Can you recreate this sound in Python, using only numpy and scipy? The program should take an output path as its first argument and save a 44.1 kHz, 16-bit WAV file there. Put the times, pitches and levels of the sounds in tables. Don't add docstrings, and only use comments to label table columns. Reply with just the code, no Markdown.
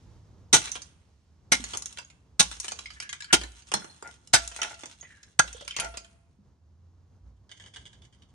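import sys
import numpy as np
from scipy import signal
from scipy.fft import rfft, irfft, next_fast_len
from scipy.io import wavfile
from scipy.ndimage import uniform_filter1d, map_coordinates

SR = 44100
rng = np.random.default_rng(int(sys.argv[2]) if len(sys.argv) > 2 else 0)


def output_pcm(signal):
    pcm = np.clip(np.atleast_2d(signal).T, -1, 1) * 32767
    wavfile.write(sys.argv[1], SR, np.round(pcm).astype(np.int16))


N = 367794
T = np.arange(SR // 4) / SR

# pitch_hz, level_db
AIR_SPECTRUM = [(18, -50.5), (32, -29.5), (45, -13.5), (70, -1.5), (105, -7.5), (170, -13.5), (300, -21.5),
                (600, -30), (1000, -31.5), (2400, -47.5), (6500, -45), (8500, -57.5), (14600, -68)]
# time_s, level_db
RUMBLE_LEVEL = [(0, -54), (.4, -51.5), (1.2, -61.5), (1.7, -53.5), (2.2, -59.5), (6.4, -61), (8.34, -58)]
# time_s, level_db
HISS_LEVEL = [(0, -68), (.45, -78), (1.1, -74), (1.5, -78), (6.4, -85)]
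# time_s, pitch_hz, level_db
ENGINE = [(0, 110, -52.5), (.5, 104.4, -59), (1.2, 88.4, -74), (6.3, 64.1, -73), (6.85, 86.04, -50.5),
          (7.3, 96, -51), (7.7, 99.9, -56.5), (8.34, 104, -70.5)]
# start_s, level_db
YARD_SWELLS = [(2.798, -47.5), (5.58, -51), (5.804, -39.5), (7.198, -44.5)]
# start_s, crack_db, crush_s, release_t60_s, panel_hz, panel_db, knock_db, thud_db, yard_boom_db
BLOWS = [(0.5278, -9, 0.02, 0.12, 5890, -14.5, -18.5, -20, -48),
         (1.518, -10.5, 0.0032, 0.093, 2130, -17, -20, -24.5, -40),
         (2.393, -8.5, 0.013, 0.063, 3840, -19.5, -23, -25, -40.5),
         (3.326, -9, 0.012, 0.081, 3150, -18.5, -15.5, -16.5, -34.5),
         (4.333, -8.5, 0.01, 0.09, 1516, -17.5, -14.5, -25.5, -38),
         (5.3901, -8.5, 0.008, 0.006, 1500, -11.5, -15, -25, -41.5)]
# pitch_hz, level_db
CRACK_SPECTRUM = [(150, -8.5), (600, -16), (1500, -9), (2600, -4), (3500, 0.5), (4700, -1), (6200, 4.5),
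                  (7400, -4), (8300, 1.5), (9700, -6.5), (11000, -15), (13000, -21.5), (14500, -49)]
# pitch_hz, width_hz, level_db
HOUSING_MODES = [(436, 160, -5.5), (693, 100, 2), (873.4, 63, 5), (1422, 52, 9), (2075, 310, -2)]
# start_s, level_db, falling_s, settling_db_per_s
SHOWERS = [(0.527, -39, 0.19, 143.5), (1.516, -46.5, 0.3, 97), (2.393, -50, 0.39, 42),
           (3.325, -59.5, 0.75, 45), (4.33, -43.5, 0.27, 30.5), (5.389, -53, 0.33, 61)]
# pitch_hz, level_db
PIECE_SPECTRUM = [(100, -2.5), (400, -5), (1500, -5), (3000, 2), (4600, -1.5), (6500, 5), (7600, 1),
                  (9500, -1.5), (11000, -19.5), (13000, -27), (14500, -46.5)]
# pitch_hz, t60_s
NEAR_DECAY = [(100, 0.35), (1000, 0.17), (6000, 0.19), (13000, 0.03)]
# pitch_hz, t60_s
YARD_DECAY = [(100, 1), (500, 0.69), (2000, 0.87), (6000, 0.38), (9000, 0.72), (13000, 0.55)]
# start_s, clack_db, body_db, edge_db (last two relative to the clack)
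LANDINGS = [(0.6728, -34, -10, -12), (0.7167, -41.5, -22, 16), (0.7552, -31, -4.5, -11),
            (1.735, -29.5, -3, -9), (1.7489, -34, 0.5, -3.5), (1.7724, -38.5, -5, 15),
            (1.8219, -39, -8, 7.5), (1.858, -38, -14, 4), (1.9726, -35, -17, -10.5), (1.9853, -33, -5, -6),
            (2.1012, -49.5, -10.5, -5), (2.4272, -28.5, -21, 4.5), (2.6, -36.5, -17, 9.5),
            (2.6442, -36, -1, 0.5), (2.6814, -28.5, -9.5, -3), (2.7196, -33, 2.5, 3.5),
            (2.7893, -34, -3.5, -3), (2.8584, -38.5, -36, -19), (2.9044, -38.5, -17.5, -13.5),
            (3.001, -30, -16.5, -4), (3.024, -35, -18.5, -6), (3.092, -32, -27, -4.5),
            (3.1284, -29, -25, -2.5), (3.205, -38.5, -27, -4), (3.222, -33, -32, -9.5),
            (3.2434, -37, -30, -7), (3.4135, -31, -6, -10), (3.4354, -34.5, -2, -4), (3.717, -29, 1.5, -4),
            (3.7387, -20.5, 3.5, 2.5), (3.8443, -46.5, 9.5, 2), (4.0248, -48, 16, 6), (4.0743, -49.5, 2, 4),
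            (4.274, -51.5, -15, 6), (4.3614, -20, -16.5, -6.5), (4.4494, -45.5, -18, 3),
            (4.563, -35, -4, 0.5), (4.6172, -20.5, -14, -8), (4.6306, -23.5, -19, -6.5),
            (4.8342, -38.5, 4, -7), (4.8575, -40.5, -4.5, 4), (5.028, -49.5, 3.5, -4.5),
            (5.2305, -48.5, -13.5, 1), (5.5054, -55, -27.5, -13), (5.678, -29, -20, -6.5),
            (5.7088, -37, -34, -6), (5.7648, -24.5, -11.5, -3.5), (5.7867, -28.5, -4, -13),
            (5.7987, -23.5, -37, -1), (5.846, -36.5, 0, -0.5), (5.9405, -45, 0, -35),
            (5.9716, -34, -4.5, 0), (6.0455, -46.5, -23, -7.5)]
# start_s, pitch_hz, level_db, t60_s
PART_RINGS = [(1.599, 246, -39.5, 0.085), (1.858, 6560, -31.5, 0.021), (2.048, 6620, -46.5, 0.026),
              (2.858, 2165, -37, 0.033), (3.094, 1630, -48, .15), (3.205, 1670, -42.5, 0.092),
              (3.739, 4206, -32.5, 0.11), (3.742, 182.7, -34.5, 0.081), (3.897, 4160, -51.5, 0.18),
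              (5.011, 6590, -41.5, 0.046), (5.443, 550, -51, 0.06), (5.547, 486, -46, 0.039),
              (5.622, 584, -47, 0.077), (5.708, 3110, -34, 0.044), (5.791, 159, -41.5, 0.062),
              (6.388, 201, -53.5, 0.086)]
# time_s, pitch_hz, level_db
SLIDES = [
    [(2.95, 1720, -53), (3.05, 1662, -42.5), (3.18, 1680, -72.5), (3.23, 1674, -86), (3.32, 1640, -29.5)],
    [(5.01, 1921, -59), (5.055, 2013, -46.5), (5.1, 1831, -47), (5.18, 1718, -54.5), (5.3, 1657, -67)],
    [(5.5, 3296, -49), (5.6, 3330, -46), (5.7, 3180, -42), (5.74, 2213, -47), (5.79, 2086, -39)],
]
# pitch_ratio, level_db
SQUEAL_PARTIALS = [(1, 0.5), (1.302, -11), (1.7, -12.5)]
# start_s, end_s, level_db
COVER_DRAGS = [(3.722, 3.87, -38.5), (4.033, 4.102, -41.5), (4.575, 4.743, -34.5), (4.747, 4.856, -56),
               (5.785, 5.884, -35.5)]
# start_s, level_db
COVER_KNOCKS = [(4.36, -38), (4.618, -41), (5.4, -70), (5.8, -40), (5.939, -48.5)]
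# pitch_hz, level_db, t60_s
COVER_MODES = [(674, 0.5, 0.77), (1370, -0.5, 0.35)]
# start_s, clack_db
RATTLES = [(7.4928, -44.5), (7.5144, -35), (7.5979, -37.5), (7.639, -39), (7.6609, -37), (7.7382, -41.5),
           (7.7606, -31.5), (7.8541, -37), (7.9298, -44.5), (8.019, -45.5), (8.1258, -52), (8.2206, -47)]
# pitch_hz, width_hz, level_db
HELD_MODES = [(1588, 137, 5), (2220, 255, -1), (2840, 55, 2), (3220, 460, 4), (3870, 320, -2.5),
              (4537, 640, -3.5), (6640, 500, -3.5), (8330, 1280, -7.5)]
# time_s, level_db
RUSTLE_LEVEL = [(7.2, -86), (7.472, -82), (7.678, -56), (7.742, -61.5), (8.34, -75)]
# pitch_hz, side_db
SIDE_GAIN = [(60, -5), (300, -2), (1000, 4), (5000, 0)]
# pitch_hz, left_minus_right_db
PORT_DIFFERENCE = [(60, -2), (200, 0), (700, -1.5), (1300, 0), (2300, -1.5), (4800, -6), (7000, -2.5),
                   (7700, -3), (8200, 17), (10000, 21), (14000, 20.5)]

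SPRAY_DB, SPRAY_S = 5, 0.066
SMALL_PER_S, SMALL_DB, SMALL_SCATTER_DB = 21, 1, 6.5
SMALL_BODY_DB, SMALL_EDGE_DB = -8, -3
RATTLE_BODY_DB, RATTLE_EDGE_DB = -10.5, -11
SCRAPE_DB, SCRAPE_T60_S = -15.5, 0.24
LEAD_S = .00003
TOP_HZ = 14800


def amp(db):
    return 10 ** (np.asarray(db) / 20)


def unit(x):
    return x / np.sqrt(np.mean(x ** 2) + 1e-20)


def crest(x, size=256):
    power = uniform_filter1d(np.mean(x ** 2, 0), size)
    return x / np.sqrt(power.max() + 1e-20)


def along(points, hz):
    f, v = np.transpose(points)
    return np.interp(np.log(hz + 1), np.log(f), v)


def curves(rows):
    s, *cols = np.transpose(rows)
    return [np.interp(np.arange(N) / SR, s, c) for c in cols]


def wobble(rate):
    knots = rng.standard_normal(int(N * rate / SR) + 4)
    return map_coordinates(knots, [np.arange(N) * rate / SR])


def add(track, s, x):
    i = max(round(s * SR), 0)
    track[:, i:i + x.shape[-1]] += x[..., :max(N - i, 0)]


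def filtered(x, response):
    n = x.shape[-1]
    m = 2 * next_fast_len(n // 2 + SR // 20)
    return irfft(rfft(x, m) * response(np.fft.rfftfreq(m, 1 / SR)), m)[..., :n]


def colour(x, points):
    def response(hz):
        cepstrum = irfft(np.log(amp(along(points, hz))))
        half = len(cepstrum) // 2
        return np.exp(rfft(np.r_[cepstrum[0], 2 * cepstrum[1:half], np.zeros(half)]))
    return filtered(x, response)


def resonate(x, modes):
    def response(f):
        total = 0
        for k, (centre, width, db) in enumerate(modes):
            damping = 1j * f * width
            total = total + (-1) ** k * amp(db) * damping / (centre ** 2 - f ** 2 + damping)
        return total
    return filtered(x, response)


def band(x, lo_hz, hi_hz):
    edges = [lo_hz, min(hi_hz, .49 * SR)]
    return signal.sosfilt(signal.butter(3, edges, 'band', fs=SR, output='sos'), x)


def spread(x, apart):
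    return np.array([x[0] + apart * x[1], x[0] - apart * x[1]])


def noise(n, apart):
    return spread(rng.standard_normal((2, n)), apart)


def snaps(n, rate, scatter_db):
    hits = rng.random(n) < rate / SR
    return hits * amp(scatter_db * rng.standard_normal(n)) * rng.choice([-1, 1], n)


def boom(db, hz=59.0):
    t = np.arange(SR // 2) / SR
    rise_s = .038
    swell = (t / rise_s) ** 2 * np.exp(-t / rise_s)
    return amp(db) * swell / swell.max() * np.sin(2 * np.pi * hz * t)


def outdoors():
    air = unit(colour(noise(N, 0.38), AIR_SPECTRUM))
    out = amp(curves(RUMBLE_LEVEL)[0] + 2.5 + 1.6 * wobble(18.0)) * air
    hiss = unit(band(noise(N, 0.72), lo_hz=1490, hi_hz=7100))
    out += amp(curves(HISS_LEVEL)[0]) * hiss
    hz, db = curves(ENGINE)
    engine_phase = 2 * np.pi * np.cumsum(hz * (1 + .015 * wobble(4.2))) / SR
    out += amp(db + 1.6 * wobble(7.2)) * np.sin(engine_phase)
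    for s, *_, boom_db in BLOWS:
        add(out, s + .01, boom(boom_db))
    for s, db in YARD_SWELLS:
        add(out, s, boom(db))
    return out


def shard(t60, tick, count=44):
    t = T[:SR // 12]
    hz = rng.uniform(np.sqrt(600), np.sqrt(11000), (count, 1)) ** 2
    life = t60 * (hz / 3000) ** -.4 * np.exp(.25 * rng.standard_normal((count, 1)))
    phase = rng.normal(0, 1.0, (2, count, 1))
    strength = rng.standard_normal((count, 1))
    ring = np.sum(strength * amp(-60 * t / life) * np.sin(2 * np.pi * hz * t + phase), 1)
    click = noise(len(t), .85) * amp(-60 * t / .012)
    return crest(ring) + tick * crest(click)


def mallet():
    out = np.zeros((2, N))
    n = len(T)
    for s, crack_db, crush_s, release_s, panel_hz, panel_db, knock_db, thud_db, _ in BLOWS:
        force = (1 - np.exp(-T / 0.001)) * amp(-60 * np.maximum(T - crush_s, 0) / release_s)
        splinters = amp(-22.5 - 60 * T / 0.1)
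        cracks = np.zeros((2, n))
        for _ in range(6):
            breaks = force * snaps(n, 700, scatter_db=5.0) + splinters * snaps(n, 47, scatter_db=4.5)
            cracks += signal.fftconvolve(breaks[None], shard(t60=0.045, tick=2.0), axes=1)[:, :n]
        push = force * noise(n, .55)
        panel = resonate(cracks, [(panel_hz, 0.081 * panel_hz, 0)])
        knock = resonate(push, HOUSING_MODES)
        thud = band(push, lo_hz=100, hi_hz=440)
        parts = [(crack_db, colour(cracks, CRACK_SPECTRUM)), (panel_db, panel),
                 (knock_db, knock), (thud_db, thud)]
        add(out, s, sum(amp(level) * crest(part) for level, part in parts))
    return out


def shower_db(s):
    levels = []
    for start, db, falling_s, settle_db_per_s in SHOWERS:
        age = np.maximum(s - start, 0)
        level = db + SPRAY_DB * np.exp(-age / SPRAY_S) - settle_db_per_s * np.maximum(age - falling_s, 0)
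        levels.append(np.where(s >= start, level, -np.inf))
    return np.max(levels, 0)


def chips(count=6):
    fits = amp(5.5 * wobble(25))
    shower = np.zeros((2, N))
    for _ in range(count):
        hops = fits * snaps(N, 80, scatter_db=4)
        shower += signal.oaconvolve(hops[None], shard(t60=.07, tick=2.2), axes=1)[:, :N]
    shower = unit(band(colour(shower, PIECE_SPECTRUM), lo_hz=860, hi_hz=15000))
    return amp(shower_db(np.arange(N) / SR) + 0.5) * shower


def echo(x, decay, delay_s):
    hz, t, z = signal.stft(rng.standard_normal((2, SR)), SR, nperseg=256)
    fading = amp(-60 * t / along(decay, hz)[:, None])
    tail = signal.istft(z * fading, SR, nperseg=256)[1]
    tail = np.pad(spread(tail, .9), ((0, 0), (round(delay_s * SR), 0)))
    return signal.oaconvolve(x, tail / np.linalg.norm(tail[0]), axes=1)[:, :N]


def contact(ring, db, body_db, edge_db, chatter_s):
    fading = amp(-60 * T / chatter_s)
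    touches = fading * snaps(len(T), 1500, scatter_db=-4) * 0.42
    touches[0] = 1
    x = signal.fftconvolve(touches[None], ring, axes=1)[:, :SR // 8]
    clack = band(x, 1200, 5000)
    edge = band(x, 5000, 15000)
    body = band((noise(len(T), 0.97) * fading)[:, :SR // 8], lo_hz=204, hi_hz=1440)
    return amp(db) * (amp(body_db - 2.5) * crest(body) + crest(clack) + amp(edge_db + 2.5) * crest(edge))


def small_landings(count):
    rows = []
    for start, *_ in SHOWERS:
        s = start + SPRAY_S + (np.arange(count) + rng.random(count)) / SMALL_PER_S
        size, body, edge = SMALL_SCATTER_DB * rng.standard_normal((3, count))
        rows += zip(s, shower_db(s) + SMALL_DB + size, SMALL_BODY_DB + body, SMALL_EDGE_DB + edge)
    return rows


def ringing(hz, t60):
    t = np.arange(SR // 2) / SR
    main = np.sin(2 * np.pi * hz * t + rng.normal(0, 0.35, (2, 1)))
    near_hz = hz * (1 + rng.normal(0, 0.03, (4, 1)))
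    near = np.sin(2 * np.pi * near_hz * t + rng.normal(0, 1.7, (2, 4, 1))).sum(1)
    envelope = amp(-60 * t / t60) * (1 - np.exp(-t / 0.0013))
    return crest((main + 0.6 * near * amp(-30 * t / t60)) * envelope)


def pieces(count=10):
    out = np.zeros((2, N))

    def fragment():
        return colour(shard(t60=0.02744, tick=1.2), PIECE_SPECTRUM)
    shapes = [fragment() for _ in range(count)]
    falls = [(fragment(), row) for row in LANDINGS]
    falls += [(shapes[rng.integers(count)], row) for row in small_landings(count=11)]
    for ring, (s, db, body_db, edge_db) in falls:
        chatter_s = 0.041 * amp(-.3 * edge_db)
        add(out, s, contact(ring, db, body_db, edge_db, chatter_s))
    for s, hz, db, t60 in PART_RINGS:
        add(out, s, amp(db + 4.0) * ringing(hz, t60))
    return out


def slides():
    out, t = np.zeros((2, N)), np.arange(N) / SR
    for rows in SLIDES:
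        hz, db = curves(rows)
        sliding = (t > rows[0][0]) & (t < rows[-1][0])
        rough_hz = hz * (1 + .08 * wobble(1100))
        phase = 2 * np.pi * np.cumsum(rough_hz[sliding]) / SR
        grip = unit(amp(6 * wobble(110)))
        squeal = sum(amp(partial_db) * np.sin(ratio * phase + rng.normal(0, 1.0, (2, 1)))
                     for ratio, partial_db in SQUEAL_PARTIALS)
        out[:, sliding] += (amp(db) * grip)[sliding] * squeal
    return out


def cover():
    out = np.zeros((2, N))
    for start, end, db in COVER_DRAGS:
        slowing = np.clip(1 - T / max(end - start, .02), 0, 1) ** .5
        stroke = (1 - np.exp(-T / 0.0098)) * slowing
        grit = np.array([snaps(len(T), 1100, scatter_db=11.0) for _ in range(2)])
        add(out, start, amp(db + 1) * crest(resonate(spread(grit, 0.43) * stroke, HOUSING_MODES)))
    for s, db in COVER_KNOCKS:
        add(out, s, sum(amp(db + mode_db) * ringing(hz, t60) for hz, mode_db, t60 in COVER_MODES))
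    return out


def handling():
    grit = np.array([snaps(N, 900, scatter_db=3.5) for _ in range(2)]) * amp(9.4 * wobble(40))
    scrape = unit(colour(resonate(spread(grit, 0.7), HELD_MODES), PIECE_SPECTRUM))
    sleeve = unit(band(noise(N, 0.86), lo_hz=202, hi_hz=900))
    out, rubbing = np.zeros((2, N)), np.zeros((1, N))
    t = np.arange(SR) / SR
    for s, db in RATTLES:
        tap = noise(len(T), 0.48) * amp(-60 * T / 0.016)
        ring = colour(resonate(tap, HELD_MODES), PIECE_SPECTRUM)
        add(out, s, contact(ring, db - 7, RATTLE_BODY_DB, RATTLE_EDGE_DB, chatter_s=0.093))
        add(rubbing, s, amp(db + SCRAPE_DB - 60 * t / SCRAPE_T60_S))
    started = np.arange(N) / SR > RUSTLE_LEVEL[0][0]
    rubbing += amp(curves(RUSTLE_LEVEL)[0] - 1) * started
    return out + rubbing * (scrape + amp(-17.5) * sleeve)


def scene():
    blows = mallet()
    clatter = pieces() + cover() + chips() + slides() + handling()
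    near = echo(amp(-17.0) * blows + amp(-8.0) * clatter, NEAR_DECAY, delay_s=0.0019)
    far = echo(amp(-32.5) * blows + amp(-22.0) * clatter, YARD_DECAY, delay_s=0.055)
    return blows + clatter + near + far + outdoors()


def record(dry):
    def ports(hz):
        ratio = amp(along(PORT_DIFFERENCE, hz))
        lead = np.exp(1j * np.pi * hz * LEAD_S)
        return np.array([ratio * lead, 1 / lead]) * 2 / (1 + ratio)
    side = filtered((dry[0] - dry[1]) / 2, lambda hz: amp(along(SIDE_GAIN, hz)))
    x = filtered(spread([dry.mean(0), side], 0.935), ports) * amp(-3.5)
    x = x / (1 + np.abs(x / .93) ** 4) ** (1 / 4)
    return filtered(x, lambda hz: (hz < TOP_HZ) / np.sqrt(1 + (hz / 12800) ** 40))


dry = scene()
out = record(dry)
output_pcm(out)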